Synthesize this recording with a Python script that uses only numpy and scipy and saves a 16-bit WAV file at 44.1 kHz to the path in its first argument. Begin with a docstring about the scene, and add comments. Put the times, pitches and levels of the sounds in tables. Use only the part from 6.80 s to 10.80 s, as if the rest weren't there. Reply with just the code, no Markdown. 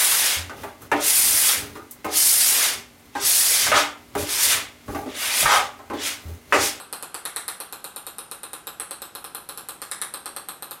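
"""Quick, light taps, about nine a second: a table-tennis ball bouncing on the flat of a hand-held knife.
Each tap is a low knock, a short clack and tick of the blade and a bright ping of the ball's shell;
their mix depends on where the ball lands. The flat blade sends the knock upwards, so its echo from
the ceiling is stronger than its direct sound. The small room adds wall echoes and a soft, steady hush."""
import sys
import numpy as np
from scipy import signal
from scipy.fft import rfft, irfft, next_fast_len
from scipy.io import wavfile

SR = 44100
rng = np.random.default_rng(int(sys.argv[2]) if len(sys.argv) > 2 else 0)


def log_audio(samples):
    """Write samples as a 16-bit WAV file to the path given in sys.argv[1]."""
    # one column per channel
    frames = np.atleast_2d(samples).T
    # limit to full scale, then quantise
    limited = np.clip(frames, -1, 1)
    pcm = np.round(limited * 32767).astype(np.int16)
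    wavfile.write(sys.argv[1], SR, pcm)


N = 176400
TAP_SAMPLES, ECHO_SAMPLES = 1024, SR // 2
BLADE_SCATTER, BALL_SCATTER = 0.14, 0.23  # random shift of each tone's wave [cycles]


def knock(db):
    """The ball gives the blade one short push, heard as a low knock."""
    # tone colour of the push: (frequency [Hz], level [dB])
    colour = [(100, -23.5), (225, -28.5), (280, -5), (340, -0.5), (430, -3.5), (560, 1.5), (610, -9.5),
              (700, -3.5), (780, 2.5), (930, -2), (1300, 1.5), (1600, -3), (2050, -21.5), (2550, -4.5),
              (2850, -8), (3200, -7.5), (3500, -6.5), (5000, -19), (6200, -30), (14000, -37)]
    return amp(db + 1) * unit(coloured(signal.unit_impulse(TAP_SAMPLES), colour))


def clack(db):
    """The blade gives a dry clack on a hard landing."""
    # tone colour of the clack: (frequency [Hz], level [dB])
    colour = [(300, -24), (700, -9.5), (1100, -1.5), (1450, 2), (1700, 4.5), (2050, 0.5), (2200, 0),
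              (2500, -9), (2850, -18), (3250, -9), (3800, -16), (4600, -27), (5300, -10.5), (6000, -7.5),
              (6600, -17), (7700, -2), (9000, -9.5), (14000, -35.5)]
    return amp(db + 1.5) * unit(coloured(signal.unit_impulse(TAP_SAMPLES), colour))


def tick(hz, db):
    """The steel blade vibrates briefly, heard as a tick."""
    # the blade's tones: (pitch [multiple of hz], level [dB], fade time [s])
    tones = [(.975, 2, 0.0094), (1.045, -4, 0.011), (1.28, -8.5, 0.0095)]
    return amp(db + 1) * unit(struck(tones, TAP_SAMPLES, BLADE_SCATTER, hz))


def ball(ping_hz, ping_db, upper_db, sparkle_hz, sparkle_db):
    """The hollow shell pings for a few milliseconds, with a crack of noise from the contact."""
    # shell tones that shift with the landing spot: (pitch [multiple of ping_hz], level [dB], fade time [s])
    ping_tones = [(.965, -7.5, 0.0062), (1.003, -5.5, 0.01)]
    # shell tones that keep their pitch: (frequency [Hz], level [dB], fade time [s])
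    upper_tones = [(9710, -8.5, 0.0081), (9930, -4, 0.0066)]
    # the highest shell tones: (pitch [multiple of sparkle_hz], level [dB], fade time [s])
    sparkle_tones = [(.955, 0.5, 0.0085), (1.01, -1, 0.0066), (1.075, -1.5, 0.0098), (1.16, -9, 0.0071)]
    # tone colour of the contact noise: (frequency [Hz], level [dB])
    crack_colour = [(2000, -15.5), (6000, -24), (8000, 0.5), (12000, -6), (14500, -6.5), (16000, -38)]
    t = np.arange(TAP_SAMPLES) / SR
    burst = rng.standard_normal(TAP_SAMPLES) * fade(t, fade_s=0.01)
    crack = amp(sparkle_db - 1.5) * unit(coloured(burst, crack_colour))
    ping = amp(ping_db) * unit(struck(ping_tones, TAP_SAMPLES, BALL_SCATTER, ping_hz))
    upper = amp(upper_db - 0.5) * unit(struck(upper_tones, TAP_SAMPLES, BALL_SCATTER))
    sparkle = amp(sparkle_db - 1) * unit(struck(sparkle_tones, TAP_SAMPLES, BALL_SCATTER, sparkle_hz))
    return ping + upper + sparkle + crack


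def ring(db):
    """Knife, ball and room ring on faintly after a tap."""
    # the lasting tones: (frequency [Hz], level [dB], fade time [s])
    tones = [(301, -15, 0.058), (545, -8, 0.15), (765, -10, 0.17), (842, -23, 0.89), (1025, -10.5, 0.3),
             (1194, -22.5, .45), (1263, -13, 0.38), (1393, -16, 0.28), (1547, -18.5, 1), (1663, -17, 0.34),
             (4200, -12, .3), (3870, -26, 0.24), (5970, -29, 0.45)]
    return amp(db) * struck(tones, ECHO_SAMPLES, BLADE_SCATTER)


def room(sound, delays_s, path_db, tail):
    """A sound arrives directly, as separate echoes and as a blurred tail of echoes."""
    arrivals = np.round(delays_s * SR).astype(int)
    echoes = np.bincount(arrivals, amp(path_db), len(tail))
    return signal.fftconvolve(sound, echoes + tail)[:ECHO_SAMPLES]


def echo_tail():
    """Countless echoes blur into fading noise; the middle pitches last longest."""
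    # how long the room rings: (frequency [Hz], fade time [s])
    fade_times = [(150, 0.26), (500, 0.36), (1300, 0.45), (4000, 0.35), (9000, 0.33), (14000, 0.26)]
    hz, t, bands = signal.stft(rng.standard_normal(ECHO_SAMPLES), SR, nperseg=256)
    bands *= fade(t, along(fade_times, hz)[:, None])
    _, tail = signal.istft(bands, SR, nperseg=256)
    tail = np.pad(tail, (int(0.0055 * SR), 0))[:ECHO_SAMPLES]  # starts 5.5 ms late
    return tail / np.linalg.norm(tail)


def drifted(tail, new_share):
    """The echo tail changes as the ball wanders: a share of it is renewed."""
    return np.sqrt(1 - new_share) * tail + np.sqrt(new_share) * echo_tail()


def hush():
    """The room's soft, steady background noise."""
    # tone colour of the noise: (frequency [Hz], level [dB])
    colour = [(25, -13.5), (70, -3), (110, -3.5), (170, 0.5), (400, -2), (1000, -3), (2200, -10.5),
              (4000, -13.5), (6500, -18.5), (10000, -17.5), (15000, -26)]
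    return amp(-52.5) * unit(coloured(rng.standard_normal(N), colour))


def struck(tones, samples, scatter, pitch=1):
    """A struck object rings with fading tones, a little different every time."""
    attack_s, spread_db = 0.00015, 1.2
    t = np.arange(samples) / SR
    hz, db, fade_s = np.transpose(tones)[:, :, None]
    db = db + spread_db * rng.standard_normal(hz.shape)
    cycles = pitch * hz * t + scatter * rng.standard_normal(hz.shape)
    waves = amp(db) * fade(t, fade_s) * np.cos(2 * np.pi * cycles)
    return waves.sum(0) * (1 - np.exp(-t / attack_s))


def coloured(sound, colour):
    """Make some frequencies louder and others softer, following (frequency [Hz], level [dB]) points."""
    size = 2 * next_fast_len(len(sound))
    gain = amp(along(colour, np.fft.rfftfreq(size, 1 / SR)))
    # fold the filter forward in time, so that nothing rings before the sound starts
    log_filter = irfft(np.log(gain), size)
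    log_filter[1:size // 2] *= 2
    log_filter[size // 2 + 1:] = 0
    return irfft(rfft(sound, size) * np.exp(rfft(log_filter)), size)[:len(sound)]


def along(points, hz):
    """Read between (frequency [Hz], value) points, with octaves evenly spaced."""
    point_hz, values = np.transpose(points)
    return np.interp(np.log(hz + 1), np.log(point_hz + 1), values)


def fade(t, fade_s):
    """Die away by 60 dB in each fade time."""
    return amp(-60 * t / fade_s)


def amp(db):
    """Turn decibels into a multiplier."""
    return 10 ** (np.asarray(db) / 20)


def unit(sound):
    """Scale a sound to an average strength (rms) of 1."""
    return sound / np.sqrt(np.mean(sound ** 2) + 1e-20)


def scene():
    """All the taps with their echoes, over the room's hush."""
    # the ball's landings: (time [s], knock [dB], clack [dB], tick [Hz], tick [dB],
    # ping [Hz], ping [dB], upper ping [dB], sparkle [Hz], sparkle [dB])
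    taps = [(-0.02, -35.5, -52, 4070, -40.5, 8400, -33, -38, 11540, -36),
            (0.1274, -35, -45.4, 4320, -39.5, 8940, -38, -42, 11240, -34),
            (0.2255, -37, -51, 4340.0, -44, 8750, -36, -42, 11060, -37.5),
            (0.344, -35.5, -42, 4650, -41, 8260, -35.5, -33.5, 11360, -35.6),
            (0.4532, -37.5, -34.5, 3910, -36, 8900, -32.5, -33.0, 11370, -33.5),
            (0.562, -37.5, -33, 3930, -34, 8430, -29.5, -30, 11590, -36),
            (0.6805, -37.5, -34.5, 3900.0, -36.5, 8700, -33.0, -32, 11140, -33),
            (0.8021, -37.0, -45, 4250, -41, 8820.0, -36.5, -37, 11500, -36),
            (0.9254, -37.5, -58, 3985, -41.5, 8450.0, -41, -42, 11370, -35.5),
            (1.043, -38.5, -57, 3990, -40.5, 8960.0, -36.5, -43, 11330, -36.3),
            (1.1617, -39, -54.9, 3950, -42.5, 9000, -35.5, -42, 11700, -39),
            (1.2668, -39.5, -49.5, 3930, -42, 8980, -41, -39.5, 11550, -37),
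            (1.384, -38.5, -55, 3896, -43.3, 8930, -37, -41, 11660, -38.5),
            (1.5136, -38.5, -52, 3920, -43.2, 8830, -36.5, -39, 11400, -39.2),
            (1.6329, -38.5, -51, 3895, -43.5, 8990, -37.5, -40.5, 11200, -40.5),
            (1.7324, -38, -49, 3930, -44.5, 9050, -39, -43.5, 11120, -38),
            (1.8703, -36, -48, 3930, -39.5, 8690, -46, -46.9, 12340, -35),
            (1.9988, -35.8, -41, 4180, -44, 8360, -31.5, -31.5, 11140, -38.7),
            (2.1097, -37, -50, 4180, -41, 8620, -33.5, -39.5, 11520.0, -39),
            (2.2193, -38, -52.0, 3950, -41, 8390, -44, -43, 12050, -35.5),
            (2.3513, -37.5, -53, 4000, -41, 9020, -42, -58, 11080, -38),
            (2.443, -38.5, -56.0, 4100, -44.5, 9000, -49, -51, 11100, -37),
            (2.5485, -37, -55, 4000, -43, 9040, -43, -41, 11050, -35.5),
            (2.6898, -38, -52, 4070, -41.5, 8600, -42.5, -43, 11100, -37),
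            (2.775, -38.5, -61, 4070.0, -44.5, 8530, -43, -41, 11570, -36.5),
            (2.8871, -38, -53, 4110.0, -43, 8600, -38, -37, 12200, -36),
            (3.0178, -38.5, -41.5, 4440, -41.5, 8860, -38.0, -46, 11680, -37.5),
            (3.1138, -40.5, -35, 3970, -36.5, 8230, -33, -30.5, 11460, -38),
            (3.2158, -38, -33.5, 3910, -36.5, 8740, -32, -31.5, 11160, -34.5),
            (3.3388, -37, -45.9, 4100, -39, 8520, -31.5, -42, 11550, -36.5),
            (3.4581, -36.5, -45, 4260, -40.5, 8650, -35.2, -40.5, 11300, -38),
            (3.5638, -37, -44, 4260, -41, 8500, -36.5, -43, 11500, -37.5),
            (3.6866, -37.5, -55, 4040, -40.5, 8380, -38.5, -44, 11850, -35),
            (3.8238, -39, -53, 4000, -41, 8600, -46, -47.5, 12040, -35.5),
            (3.9102, -39.6, -53, 3950.0, -43.0, 8540, -38.5, -48.3, 12240, -35.5)]
    # ways to the microphone, direct first, then by ceiling and walls:
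    # (delay [s], knock and clack [dB], tick [dB], ball [dB])
    paths = [(0, -11.5, -11, -3.5), (.0049, -6.5, -3.5, -13), (.0073, -14.5, -17.5, -12.5),
             (.009, -19.5, -15, -19.5), (.0113, -19, -15, -40), (.0147, -18, -16.5, -18.5),
             (0.019, -14.5, -14, -21), (0.02, -16, -24, -31), (.0212, -27, -18, -17),
             (0.0336, -15.5, -25, -20), (.0427, -23, -27, -30)]
    delays_s, low_path_db, tick_path_db, ball_path_db = np.transpose(paths)
    lead = 4410  # spare samples for the tap just before time zero
    mix = np.zeros(lead + N + SR)
    low_tail, high_tail = echo_tail(), echo_tail()
    for time_s, knock_db, clack_db, tick_hz, tick_db, *shell_settings in taps:
        low_tail = drifted(low_tail, new_share=0.071)
        high_tail = drifted(high_tail, new_share=0.6)
        low = room(knock(knock_db) + clack(clack_db), delays_s, low_path_db, amp(-3.5) * low_tail)
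        steel = room(tick(tick_hz, tick_db), delays_s, tick_path_db, amp(-4.5) * high_tail)
        shell = room(ball(*shell_settings), delays_s, ball_path_db, amp(-4.5) * high_tail)
        start = lead + round(time_s * SR)
        mix[start:start + ECHO_SAMPLES] += low + steel + shell + ring(knock_db)
    return (mix[lead:lead + N] + hush())[None]


def record(dry):
    """The microphone colours the sound, and the very highest treble is cut off."""
    # how strongly the microphone hears each pitch: (frequency [Hz], level [dB])
    colour = [(100, 0), (3000, -1), (4400, -1.5), (4650, -3.5), (5000, 0), (6400, -1), (8500, -2.5),
              (9120, 1), (9370, -11), (9620, 0), (12500, -1), (14500, -3)]
    treble_cut = signal.firwin(255, cutoff=15100, fs=SR)
    return signal.fftconvolve(coloured(dry[0], colour), treble_cut, 'same')[None]


dry = scene()
out = record(dry)
log_audio(out)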